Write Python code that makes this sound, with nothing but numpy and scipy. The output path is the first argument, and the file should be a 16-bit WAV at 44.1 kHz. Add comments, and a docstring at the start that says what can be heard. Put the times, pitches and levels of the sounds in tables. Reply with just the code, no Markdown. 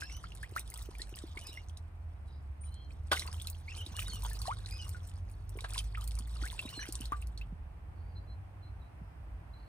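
"""Duckling in a yard pond

A duckling paddles, dips, shakes and peeps in a small plastic pond. Drops tick as short noise snaps and
trap bubbles, dying sines that mostly climb in pitch; strokes thud as low sines, plunges burst as noise.
Spray is a swarm of chirping droplets over a patchy fizz. Peeps and small birds nearby are unsteady
near-sines; a far engine of two sines rises and sinks in pitch over the noise of traffic."""
import sys
import numpy as np
from scipy import signal
from scipy.fft import rfft, irfft, next_fast_len
from scipy.io import wavfile

SR = 44100
rng = np.random.default_rng(int(sys.argv[2]) if len(sys.argv) > 2 else 0)


def int16_out(signal):
    """Quantize to a 16-bit WAV file."""
    q = np.round(np.clip(np.atleast_2d(signal).T, -1, 1) * 32767)
    wavfile.write(sys.argv[1], SR, q.astype(np.int16))


N = 426867  # length in samples

# Large trapped bubbles. Each row: start in seconds, level in dB, starting pitch in Hz,
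# pitch rise in octaves per second (negative sinks), time to fall 60 dB in seconds.
BUBBLES = [(.021, -31, 1575, 4, 0.071), (0.431, -35.5, 1650, 20, 0.068), (0.563, -28.5, 1220, 42, 0.12),
           (0.762, -53, 1286, 1, 0.1), (0.995, -45.5, 1800, 7, 0.14), (.786, -51, 1960, 5, 0.049),
           (.72, -49, 2080, 2, .03), (1.373, -31.5, 2140, 10, 0.045), (1.573, -38, 2040, 7, 0.059),
           (3.117, -23, 1653, -41.5, 0.054), (3.127, -27, 1442, 4, 0.074), (3.941, -47.5, 940, 26, 0.1),
           (3.992, -29.5, 2590, 88, 0.022), (4.313, -44, 1760, 0, 0.087), (4.455, -40, 1052, 3.5, 0.11),
           (4.48, -32.5, 680, 21.5, 0.8), (4.946, -44.5, 1470, -2, 0.13), (5.646, -33, 1590, 5.5, 0.038),
           (5.742, -44, 2210, 55, 0.091), (5.779, -16, 3450, 25, 0.0099), (5.79, -28.5, 3200, -5, .03),
           (5.948, -40, 1660, 103, 0.22), (5.974, -37, 1310, -6, 0.098), (6.436, -36.5, 1345, 17.5, 0.12),
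           (6.592, -24.5, 2650, 4, 0.03), (6.792, -37, 1660, 7, 0.067), (6.815, -42.5, 1590, 10.5, 0.2),
           (7.121, -25.5, 1056, 19.5, 0.063), (7.129, -32.5, 1215, -1.5, 0.12),
           (7.413, -39, 2527, 13, 0.051)]
# Drops that plip into the water. Each row: start in seconds, level in dB, starting pitch of the ring in Hz.
PLIPS = [(0.098, -38, 2150), (0.24, -35, 1280), (0.32, -39, 2750), (.677, -47, 3280), (0.9516, -40, 2270),
         (1.0177, -25, 4060), (1.47, -41, 5010), (1.7713, -40, 3820), (2.637, -51, 2300),
         (2.9067, -46, 2381), (3.1185, -24, 3360), (3.167, -29, 2850), (3.1726, -26.5, 2050),
         (3.195, -22.5, 3940), (3.222, -32.5, 2020), (3.256, -42, 1030), (3.285, -39, 980),
         (3.38, -46, 3800), (3.399, -34, 3250), (3.415, -33, 3540), (3.448, -42, 3260), (3.483, -41, 2530),
         (3.4714, -26.5, 3980), (3.8635, -30, 3700), (4.023, -33, 2450), (4.2565, -36, 3150),
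         (4.3904, -31, 5760), (4.4175, -28.5, 4380), (4.428, -41, 6500), (4.466, -34, 5350),
         (4.4733, -29, 4050), (4.5116, -40, 2100), (4.66, -30.5, 4070), (5.5884, -35, 2200),
         (5.59, -42.5, 1030), (5.6067, -33, 3730), (5.6979, -44, 2510), (5.8033, -38, 2497),
         (6.019, -40, 2977), (6.076, -38, 4334), (6.8291, -34, 2310), (7.017, -34, 2900),
         (7.0556, -31, 4106), (7.2233, -39.5, 2600), (7.376, -33, 4180)]
# Drops that only tick on the water. Each row: start in seconds, level in dB.
TICKS = [(0.3507, -34.5), (0.594, -24), (0.7014, -28), (0.7405, -27.5), (0.8098, -48), (.823, -31),
         (.984, -35), (1.188, -28), (1.391, -31.5), (1.4119, -34), (1.47, -28), (1.7735, -36.5),
         (2.742, -40.5), (3.195, -19.5), (3.265, -34), (3.4202, -28.5), (3.471, -27), (3.4998, -24),
         (3.8625, -38), (3.966, -24.5), (4.2365, -28), (4.298, -33), (4.3324, -28), (4.4173, -27),
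         (4.472, -37), (4.892, -27.5), (5.073, -38.5), (5.314, -46), (5.4934, -36), (5.6075, -31),
         (5.7352, -26), (5.789, -22), (6.0107, -32), (6.041, -32), (6.076, -24.5), (6.1524, -31.5),
         (6.454, -29), (6.888, -31), (6.9242, -20.5), (6.954, -21), (7.009, -28.5), (7.217, -36),
         (7.271, -37.5)]
BUBBLE_SNAP_DB, PLIP_SNAP_DB, SLOSH_DB = -2.5, -6, -18.5  # relative to the level of the ring
BUBBLE_LIFE_S = 0.052  # a bubble starts to give out here and is gone at one and a half times this
BUBBLE_ROUGH = 0.25  # rms share of tremor in its strength
SLOSH_DECAY_S = 0.011

# Wing and tail strokes. Each row: start in seconds, level in dB, starting pitch of the thud in Hz.
STROKES = [(0.522, -36.5, 366), (0.888, -30, 370), (1, -38.5, 350), (1.125, -36.5, 345),
           (1.238, -27.5, 315), (1.369, -36, 353), (1.491, -40, 328), (3.867, -37.5, 310),
           (3.915, -38, 177), (4.095, -39, 177.2), (4.14, -40, 179), (5.555, -33, 384), (5.572, -31.5, 393),
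           (6.202, -36.5, 215.2), (6.425, -32.5, 296.2), (6.653, -29, 255), (6.776, -31.5, 280),
           (6.888, -27.5, 313), (7.004, -31.5, 245), (7.12, -34, 291.7), (7.524, -32, 162),
           (5.62, -41, 523), (9.014, -36, 164)]

# Plunges of the head. Each row: start in seconds, level in dB, time to fall 60 dB in seconds.
PLUNGES = [(3.115, -20.5, 0.098), (5.641, -35, 0.069)]
# Tone of a plunge. Each row: frequency in Hz, relative level in dB per Hz.
PLUNGE_SPECTRUM = [(110, -55), (180, -26.5), (1400, -11), (2260, -24), (3660, -18.5), (5250, -29),
                   (11000, -38.5), (14300, -54), (22000, -120)]

# Bouts of paddling and shaking that keep up a spray. Each row: start in seconds, stop in seconds, level in dB.
# A stop ahead of its start makes a swell that stays below the level given.
BOUTS = [(0.0, 1.555, -63.5), (3.2, 2.9, -68.5), (3.74, 4.424, -56.5), (5.58, 7.15, -63.5),
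         (6.41, 6.81, -54.5)]
BUILD_DB_PER_S, SETTLE_DB_PER_S = 132, 66  # build-up ahead of a start, settling after a stop
# Surges of spray on top. Each row: peak time in seconds, level in dB, swell in dB per second,
# fall in dB per second.
SURGES = [(.02, -55, 300, 191), (0.595, -51, 232, 500), (1.52, -56, 72, 121), (2.64, -73, 900, 50),
          (3.117, -45.5, 2000, 65), (4.48, -70.5, 7.5, 204), (4.8, -58.5, 11, 33), (5.799, -49.5, 91, 402),
          (7.05, -57, 29, 600)]
# Tone of the spray. Each row: frequency in Hz, relative level in dB per Hz.
SPRAY_SPECTRUM = [(290, -3), (500, 1.5), (2290, -5.5), (3680, 2), (6090, -2), (8850, -8), (15500, -28)]
SPRAY_SNAP_DB = 30.5  # snaps among the droplets, relative to the spray tone at 6 kHz

# Duckling peeps. Each row: start in seconds, length in seconds, start pitch in Hz, end pitch in Hz,
# level of the first partial in dB, level of the second partial in dB, both at the turn of the note.
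PEEPS = [(.005, 0.16, 2550, 2750, -62, -56.5), (.11, 0.093, 2920, 3050, -58.5, -55.5),
         (1.405, 0.054, 3050, 2900, -59, -67), (1.447, 0.057, 2480, 2585, -57, -54),
         (1.518, 0.1, 2870, 2790, -56.5, -62.5), (3.945, 0.147, 2866, 2970, -56.5, -61.5),
         (4.113, 0.085, 3280, 2780, -52, -56), (4.705, 0.13, 2380, 2570, -58, -52.5),
         (4.785, 0.0916, 3030, 2810, -53.5, -57), (6.672, 0.063, 2565, 3150, -57.5, -66),
         (6.722, 0.048, 2750, 3020, -53.5, -62), (6.797, 0.053, 3010, 2940, -50.5, -49)]
# One warbling peep. Each row: time in seconds, pitch in Hz, level of the first partial in dB.
WARBLE = [(3.676, 1960, -47.5), (3.707, 2830, -52.5), (3.726, 2585, -56), (3.75, 3230, -56),
          (3.768, 2380, -58), (3.79, 3120, -48), (3.801, 3130, -54), (3.812, 2830, -49), (3.828, 3100, -50),
          (3.848, 3200, -70)]
WARBLE_OVERTONE_DB = -10.5  # second partial, relative to the first
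# Notes of small birds. Each row: start in seconds, length in seconds, start pitch in Hz, end pitch in Hz,
# level at the turn of the note in dB.
BIRD_NOTES = [(1.478, 0.052, 3740, 3950, -53.5), (2.65, 0.065, 3960, 4000, -75),
              (2.75, 0.1, 3230, 3280, -70), (3.952, 0.032, 4200, 4230, -54),
              (2.605, 0.027, 8380, 9360, -55), (2.635, 0.04, 9300, 8940, -61),
              (2.66, 0.3, 3030, 3150, -73.5), (2.71, 0.17, 4140, 4200, -68.5),
              (4.055, 0.027, 3640, 3850, -41), (4.085, 0.069, 4410, 4280, -48.5),
              (6.645, 0.037, 3820, 3800, -50.5), (6.745, 0.068, 4250, 4100, -48.5),
              (8.15, 0.057, 4085, 4090, -63.5), (8.27, 0.071, 4085, 4120, -67),
              (8.62, 0.078, 4080, 4090, -68), (9.525, 0.097, 4080, 4034, -70)]
# Blurred far twitter. Each row: start in seconds, length in seconds, start pitch in Hz, end pitch in Hz,
# level at the turn of the note in dB.
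TWITTER = [(2.25, 0.16, 3840, 3960, -78.5), (2.28, 0.14, 4905, 4900, -79), (7.93, 0.34, 4480, 4660, -83.5),
           (8.97, 0.23, 5054, 5070, -92), (8.78, 0.12, 4050, 4000, -79.5), (9.55, 0.21, 4350, 4220, -79)]
TURN_AT, GLIDE_AT_TURN = 0.463, .7  # share of a note's length and of its glide done at its turn
PEEP_ONSET_DB, PEEP_FADE_DB = -1, -11.5  # start and end of a peep, relative to its turn
BIRD_ONSET_DB, BIRD_FADE_DB = 0.8, -5.2  # the same for birds

# Far engine. Each row: time in seconds, firing rate in Hz, first order in dB, second order in dB.
ENGINE = [(0.0, 49.25, -54, -62), (0.43, 52.46, -57, -68), (0.91, 50.9, -48, -66),
          (1.35, 39.17, -59, -50.5), (1.94, 42.93, -52, -47.5), (2.37, 35.76, -62, -45),
          (3.67, 41.43, -53, -44.5), (4.29, 51.16, -38.5, -55), (4.53, 51.73, -44, -50.5),
          (4.88, 41.56, -50.5, -44.5), (6.42, 57.25, -33.5, -57.5), (6.69, 53.53, -90, -63),
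          (6.95, 59.15, -40.5, -54), (7.31, 57.3, -41, -58), (7.63, 37.08, -47, -51.5),
          (8.3, 47.37, -70, -50), (9.68, 48.7, -56, -63.5)]
# Traffic. Each row: time in seconds, rumble level in dB, tyre hiss level in dB.
TRAFFIC = [(0.0, -48, -61), (6.36, -46, -60.5), (9.68, -48, -58)]
# Tone of the rumble. Each row: frequency in Hz, relative level in dB per Hz.
RUMBLE_SPECTRUM = [(13, -64.5), (22, -24), (35, -4.5), (59, 8.5), (98, 0), (125, -7.5), (169, -14),
                   (252, -24), (400, -25), (520, -28.5), (880, -120)]
# Tone of the tyre hiss. Each row: frequency in Hz, relative level in dB per Hz.
HISS_SPECTRUM = [(120, -5), (200, -12.5), (263, -16.5), (316, -11), (360, -24), (722, -11.5), (2560, -26),
                 (3690, -36.5), (13800, -43.5), (16000, -56)]
# Width of the traffic noise. Each row: frequency in Hz, left-right likeness from -1 to 1.
LIKENESS = [(60, 0.96), (180, 0.91), (550, 0.18), (1650, -0.097), (4970, -0.23), (15000, 0.48)]

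# Stereo balance of near sound. Each row: frequency in Hz, left minus right in dB.
NEAR_BALANCE = [(60, 0), (180, -2.5), (550, 2), (1650, 0.5), (4970, -3), (15000, 2)]
# Stereo phase of near sound. Each row: frequency in Hz, lead of left in radians.
PORT_PHASE = [(60, 0.0077), (430, 0.17), (1200, 1.64), (2400, 1.49), (4400, 1.95), (8500, 1.15),
              (13000, 1.7)]
CALL_LEAD_S = -0.000029  # extra lead of left for the calls; negative, so left lags
YARD_T60_S, YARD_DB = 0.074, -5
CALL_T60_S, CALL_ECHO_DB = 0.19, -2.5  # calls ring on longer among the sheds
# Microphone colour. Each row: centre in Hz, width in Hz, share of the band added (limited to -1 to 3).
PORT_TONE = [(7080, 4500, -0.53), (8900, 1490, 1), (11530, 2600, -1.2), (12330, 2900, 0.21)]
STOP_HZ = 16450  # from here up the treble is at least 70 dB down


def drops():
    """Bubbles tremble, slosh and burst; bubbles and plips start with a snap; the smallest drops only snap."""
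    out = np.zeros(N)
    for s, level_db, hz, rise, t60 in BUBBLES:
        ring = bubble(hz, rise, t60)
        age_s = np.arange(len(ring)) / SR
        alive = np.clip(3 - 2 * age_s / BUBBLE_LIFE_S, 0, 1)
        tremor = 1 + BUBBLE_ROUGH * drift(214, size=len(ring))
        add(out, s, amp(level_db) * ring * alive * tremor)
        add(out, s, amp(level_db + BUBBLE_SNAP_DB) * crack(0.00041))
        add(out, s, amp(level_db + SLOSH_DB) * slosh(hz))
    for s, level_db, hz in PLIPS:
        ring = bubble(hz, 17.0, 33.0 / hz + 0.0036, attack_s=0.0003)
        add(out, s, amp(level_db) * ring)
        add(out, s, amp(level_db + SLOSH_DB) * slosh(hz))
        add(out, s, amp(level_db + PLIP_SNAP_DB) * crack(0.00059))
    for s, level_db in TICKS:
        add(out, s, amp(level_db) * crack(0.001))
    return out


def bubble(hz, rise, t60, attack_s=0.00017):
    """A dying sine whose pitch climbs (if rise is positive) as the bubble nears the surface and bursts."""
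    t = np.arange(round(max(t60, .003) * SR)) / SR
    octaves = rise * t
    pitch = np.minimum(hz * 2 ** octaves, SR / 3)
    phase = 2 * np.pi * np.cumsum(pitch) / SR
    whole = np.clip((1.2 - octaves) / .25, 0, 1)  # gives out about an octave up
    return np.sin(phase) * (1 - np.exp(-t / attack_s)) * amp(-60 * t / t60) * whole


def crack(decay_s):
    """The bright snap of a drop meeting the surface, each with a band of its own."""
    t = np.arange(round(.015 * SR)) / SR
    low_hz = 4600 * 2 ** rng.uniform(-0.41, 0.51)
    high_hz = min(2.55 * low_hz, SR / 2.5)
    band = signal.butter(3, [low_hz, high_hz], "band", fs=SR, output="sos")
    noise = rms_one(signal.sosfilt(band, rng.standard_normal(len(t))))
    return noise * np.exp(-t / decay_s) * (1 - np.exp(-t / 0.00064))


def slosh(hz):
    """The water closing over a bubble: a short wash of noise around and above its starting pitch."""
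    t = np.arange(round(.04 * SR)) / SR
    band = signal.butter(2, [0.8 * hz, 1.86 * hz], "band", fs=SR, output="sos")
    return rms_one(signal.sosfilt(band, rng.standard_normal(len(t)))) * np.exp(-t / SLOSH_DECAY_S)


def strokes():
    """Each stroke pushes a pocket of air and water: a few low cycles."""
    out = np.zeros(N)
    for s, level_db, hz in STROKES:
        add(out, s, amp(level_db) * bubble(hz, 3.5, 7.6 / hz, attack_s=0.0017))
    return out


def plunges():
    """The head breaks the water: a burst of shaped noise that dies within a tenth of a second."""
    out = np.zeros(N)
    for s, level_db, t60 in PLUNGES:
        t = np.arange(round(.2 * SR)) / SR
        attack = 1 - np.exp(-t / .0015)
        burst = coloured(rng.standard_normal(len(t)), PLUNGE_SPECTRUM)
        add(out, s, amp(level_db - 60 * t / t60) * attack * burst)
    return out


def churn():
    """Strength of the spray: bouts build up, hold and settle; surges add to them in power."""
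    t = np.arange(N) / SR
    power = np.zeros(N)
    for start, stop, db in BOUTS:
        build_db = BUILD_DB_PER_S * np.maximum(start - t, 0)
        settle_db = SETTLE_DB_PER_S * np.maximum(t - stop, 0)
        power += amp(db - build_db - settle_db) ** 2
    for s, db, swell, fall in SURGES:
        power += amp(db - np.maximum(swell * (s - t), fall * (t - s))) ** 2
    return np.sqrt(power)


def spray(count=2400):
    """Droplets at random, in clumps, snap and chirp upward over a patchy fizz; all follow the churn."""
    level, droplets = churn(), np.zeros(N)
    snap_db = at_hz(SPRAY_SPECTRUM, 6000) + SPRAY_SNAP_DB
    for when, size, pitch, rise, wet in rng.random((count, 5)):
        s = when * N / SR
        hz = 900 * 2 ** (3.8 * pitch)
        gain = amp(-4.0 * np.log(size + .17))  # few are loud
        chirp = bubble(hz, 50 * rise ** 3, (6 + 25 * wet ** 3) / hz + .0015, attack_s=.0006)
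        add(droplets, s, gain * amp(at_hz(SPRAY_SPECTRUM, hz)) * np.sqrt(hz) * chirp)
        snap_gain = gain * amp(snap_db) * (1 - wet) ** 2 / np.sqrt(size + .2)
        add(droplets, s, snap_gain * crack(.0012))
    clumps = amp(4.8 * drift(13.0))
    return level * (clumps * rms_one(droplets) + amp(-1.5) * patchy_fizz())


def patchy_fizz():
    """Fine spray: noise in bands that flicker partly together, more so in the treble, and partly alone."""
    fizz = coloured(rng.standard_normal(next_fast_len(N)), SPRAY_SPECTRUM)[:N]
    edges = np.geomspace(300, 17000, 15)
    together = np.clip(drift(28), -2, 2)
    out = np.zeros(N)
    for band in zip(edges, edges[1:]):
        sos = signal.butter(2, band, "band", fs=SR, output="sos")
        flicker_db = (1.5 + band[0] / 1900) * together + 3.0 * drift(14)
        out += signal.sosfilt(sos, fizz) * amp(flicker_db)
    return rms_one(out)


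def duckling():
    """Peeps of two partials, and one long warble that leaps in pitch."""
    warble = [(*row, row[2] + WARBLE_OVERTONE_DB) for row in WARBLE]
    peeps = notes(PEEPS, PEEP_ONSET_DB, PEEP_FADE_DB)
    out = whistles(peeps, wobble=.011, flutter_db=3.0, breath_db=-9.0)
    return out + whistles([warble], wobble=.009, flutter_db=2.5, breath_db=-10.0)


def birds():
    """Clear whistled notes, and a fainter twitter blurred by strong wobble and breath."""
    clear = notes(BIRD_NOTES, BIRD_ONSET_DB, BIRD_FADE_DB)
    blurred = notes(TWITTER, BIRD_FADE_DB, BIRD_FADE_DB)
    out = whistles(clear, wobble=.003, flutter_db=2.5, breath_db=-14.0, edge_s=.015)
    return out + whistles(blurred, wobble=.022, flutter_db=2.5, breath_db=0.0, edge_s=.03)


def notes(rows, onset_db, fade_db):
    """Each note glides fast to its turn and then slower to its end: (s, Hz, dB ..) at start, turn, end."""
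    calls = []
    for s, length, start_hz, end_hz, *levels in rows:
        turn_hz = start_hz + GLIDE_AT_TURN * (end_hz - start_hz)
        calls.append([(s, start_hz, *np.add(levels, onset_db)),
                      (s + TURN_AT * length, turn_hz, *levels),
                      (s + length, end_hz, *np.add(levels, fade_db))])
    return calls


def whistles(calls, wobble, flutter_db, breath_db, edge_s=.008):
    """Near-sine calls, unsteady in pitch and strength and blurred by breath; further columns are overtones."""
    out = np.zeros(N)
    for rows in calls:
        s, hz, *levels = np.transpose(rows)
        t = np.arange(s[0], s[-1], 1 / SR)
        pitch = np.interp(t, s, hz) * (1 + wobble * drift(70, size=len(t)))
        phase = 2 * np.pi * np.cumsum(pitch) / SR
        edge = np.clip(np.minimum(t - s[0], s[-1] - t) / edge_s, 0, 1)
        for k, level_db in enumerate(levels):
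            gain = amp(np.interp(t, s, level_db) + flutter_db * drift(50, size=len(t)))
            breath = 1 + amp(breath_db) * drift(250, size=len(t))
            add(out, s[0], np.sqrt(2) * edge * gain * breath * np.sin((k + 1) * phase))
    return out


def engine():
    """The two lowest firing orders carry over the distance, wavering."""
    hz, first_db, second_db = in_time(ENGINE)
    phase = 2 * np.pi * np.cumsum(hz * (1 + 0.00801 * drift(4.26))) / SR
    first = amp(first_db + 1.9 * drift(22)) * np.sin(phase)
    second = amp(second_db + 2.8 * drift(13.0)) * np.sin(2 * phase)
    return np.sqrt(2) * (first + second)


def traffic():
    """A slowly swelling rumble, tyre hiss and the engine, all leaning a little to the right."""
    rumble_db, hiss_db = in_time(TRAFFIC)
    swell = amp(1.5 * drift(2))
    rumble = amp(rumble_db) * swell * far_noise(RUMBLE_SPECTRUM)
    hiss = amp(hiss_db) * far_noise(HISS_SPECTRUM)
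    return (rumble + hiss + engine()) * amp([[-.6], [.6]])


def far_noise(spectrum):
    """Stereo noise mixed from mid and side: nearly alike in the bass, far less so above."""
    size = next_fast_len(N)
    alike = np.clip(at_hz(LIKENESS, np.fft.rfftfreq(size, 1 / SR) + 1), -1, 1)
    mid, side = rfft(rng.standard_normal((2, size)))
    both = irfft(np.sqrt(1 + alike) * mid + np.sqrt(1 - alike) * side * [[1], [-1]], size)
    return coloured(both, spectrum)[:, :N]


def ports(x, lead_s):
    """Near sound reaches the two microphone ports with unlike strength and phase."""
    size = next_fast_len(N + 4096)
    hz = np.fft.rfftfreq(size, 1 / SR) + 1
    strength = amp(at_hz(NEAR_BALANCE, hz) / 2)
    turn = np.exp(.5j * at_hz(PORT_PHASE, hz) + 1j * np.pi * hz * lead_s)
    tilt = strength * turn  # half to the left, its inverse to the right
    return irfft(rfft(x, size) * np.array([tilt, 1 / tilt]), size)[:, :N]


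def yard(x, t60, level_db):
    """Pond wall, trunk and shed scatter a thin tail of decaying noise, unlike in each port."""
    t = np.arange(round(.4 * SR)) / SR
    noise = signal.lfilter([1, -.8], [1, -.3], rng.standard_normal((2, len(t))))
    tail = noise * amp(-60 * t / t60) * (t > .002)
    tail = tail / np.sqrt(np.sum(tail ** 2, axis=1, keepdims=True))
    return amp(level_db) * signal.fftconvolve(x[None], tail, axes=1)[:, :N]


def amp(db):
    """dB to gain."""
    return 10 ** (np.asarray(db) / 20)


def rms_one(x):
    """Scale to rms 1."""
    return x / np.sqrt(np.mean(x ** 2) + 1e-20)


def in_time(rows):
    """Each column of a curve at every sample."""
    s, *columns = np.transpose(rows)
    return [np.interp(np.arange(N) / SR, s, c) for c in columns]


def at_hz(points, hz):
    """Read a spectrum on a log-frequency axis."""
    point_hz, values = np.array(points).T
    return np.interp(np.log(hz), np.log(point_hz), values)


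def drift(rate, size=N):
    """Smooth random wander of rms about 1, faster for a higher rate in Hz."""
    step = 40  # samples between the points drawn
    r = np.exp(-2 * np.pi * rate * step / SR)
    noise = rng.standard_normal(size // step + 2002)
    slow = signal.lfilter([1], [1, -2 * r, r * r], noise)[2000:]  # skip the run-in
    return np.interp(np.arange(size) / step, np.arange(len(slow)), rms_one(slow))


def add(out, s, sound):
    """Mix a sound in at time s."""
    i = round(s * SR)
    out[i:i + len(sound)] += sound[:N - i]


def coloured(x, spectrum):
    """Shape a signal by a spectrum; rms 1."""
    hz = np.fft.rfftfreq(x.shape[-1], 1 / SR) + 1
    return rms_one(irfft(rfft(x) * amp(at_hz(spectrum, hz)), x.shape[-1]))


def scene():
    """Pond close by, birds around, traffic far away."""
    pond = drops() + strokes() + spray() + plunges()
    calls = duckling() + birds()
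    near = ports(pond, 0) + ports(calls, CALL_LEAD_S)
    echoes = yard(pond, YARD_T60_S, YARD_DB) + yard(calls, CALL_T60_S, CALL_ECHO_DB)
    return near + echoes + traffic()


def record(dry):
    """The housing drops the deepest bass and colours the treble with peaks and dips; the top is cut."""
    out = signal.sosfilt(signal.butter(2, 36, "high", fs=SR, output="sos"), dry)
    for hz, width_hz, share in PORT_TONE:
        band = signal.lfilter(*signal.iirpeak(hz, hz / width_hz, SR), out)
        out = out + np.clip(share, -1, 3) * band
    return signal.sosfilt(signal.cheby2(14, 70, STOP_HZ, fs=SR, output="sos"), out)


dry = scene()
out = record(dry)
int16_out(out)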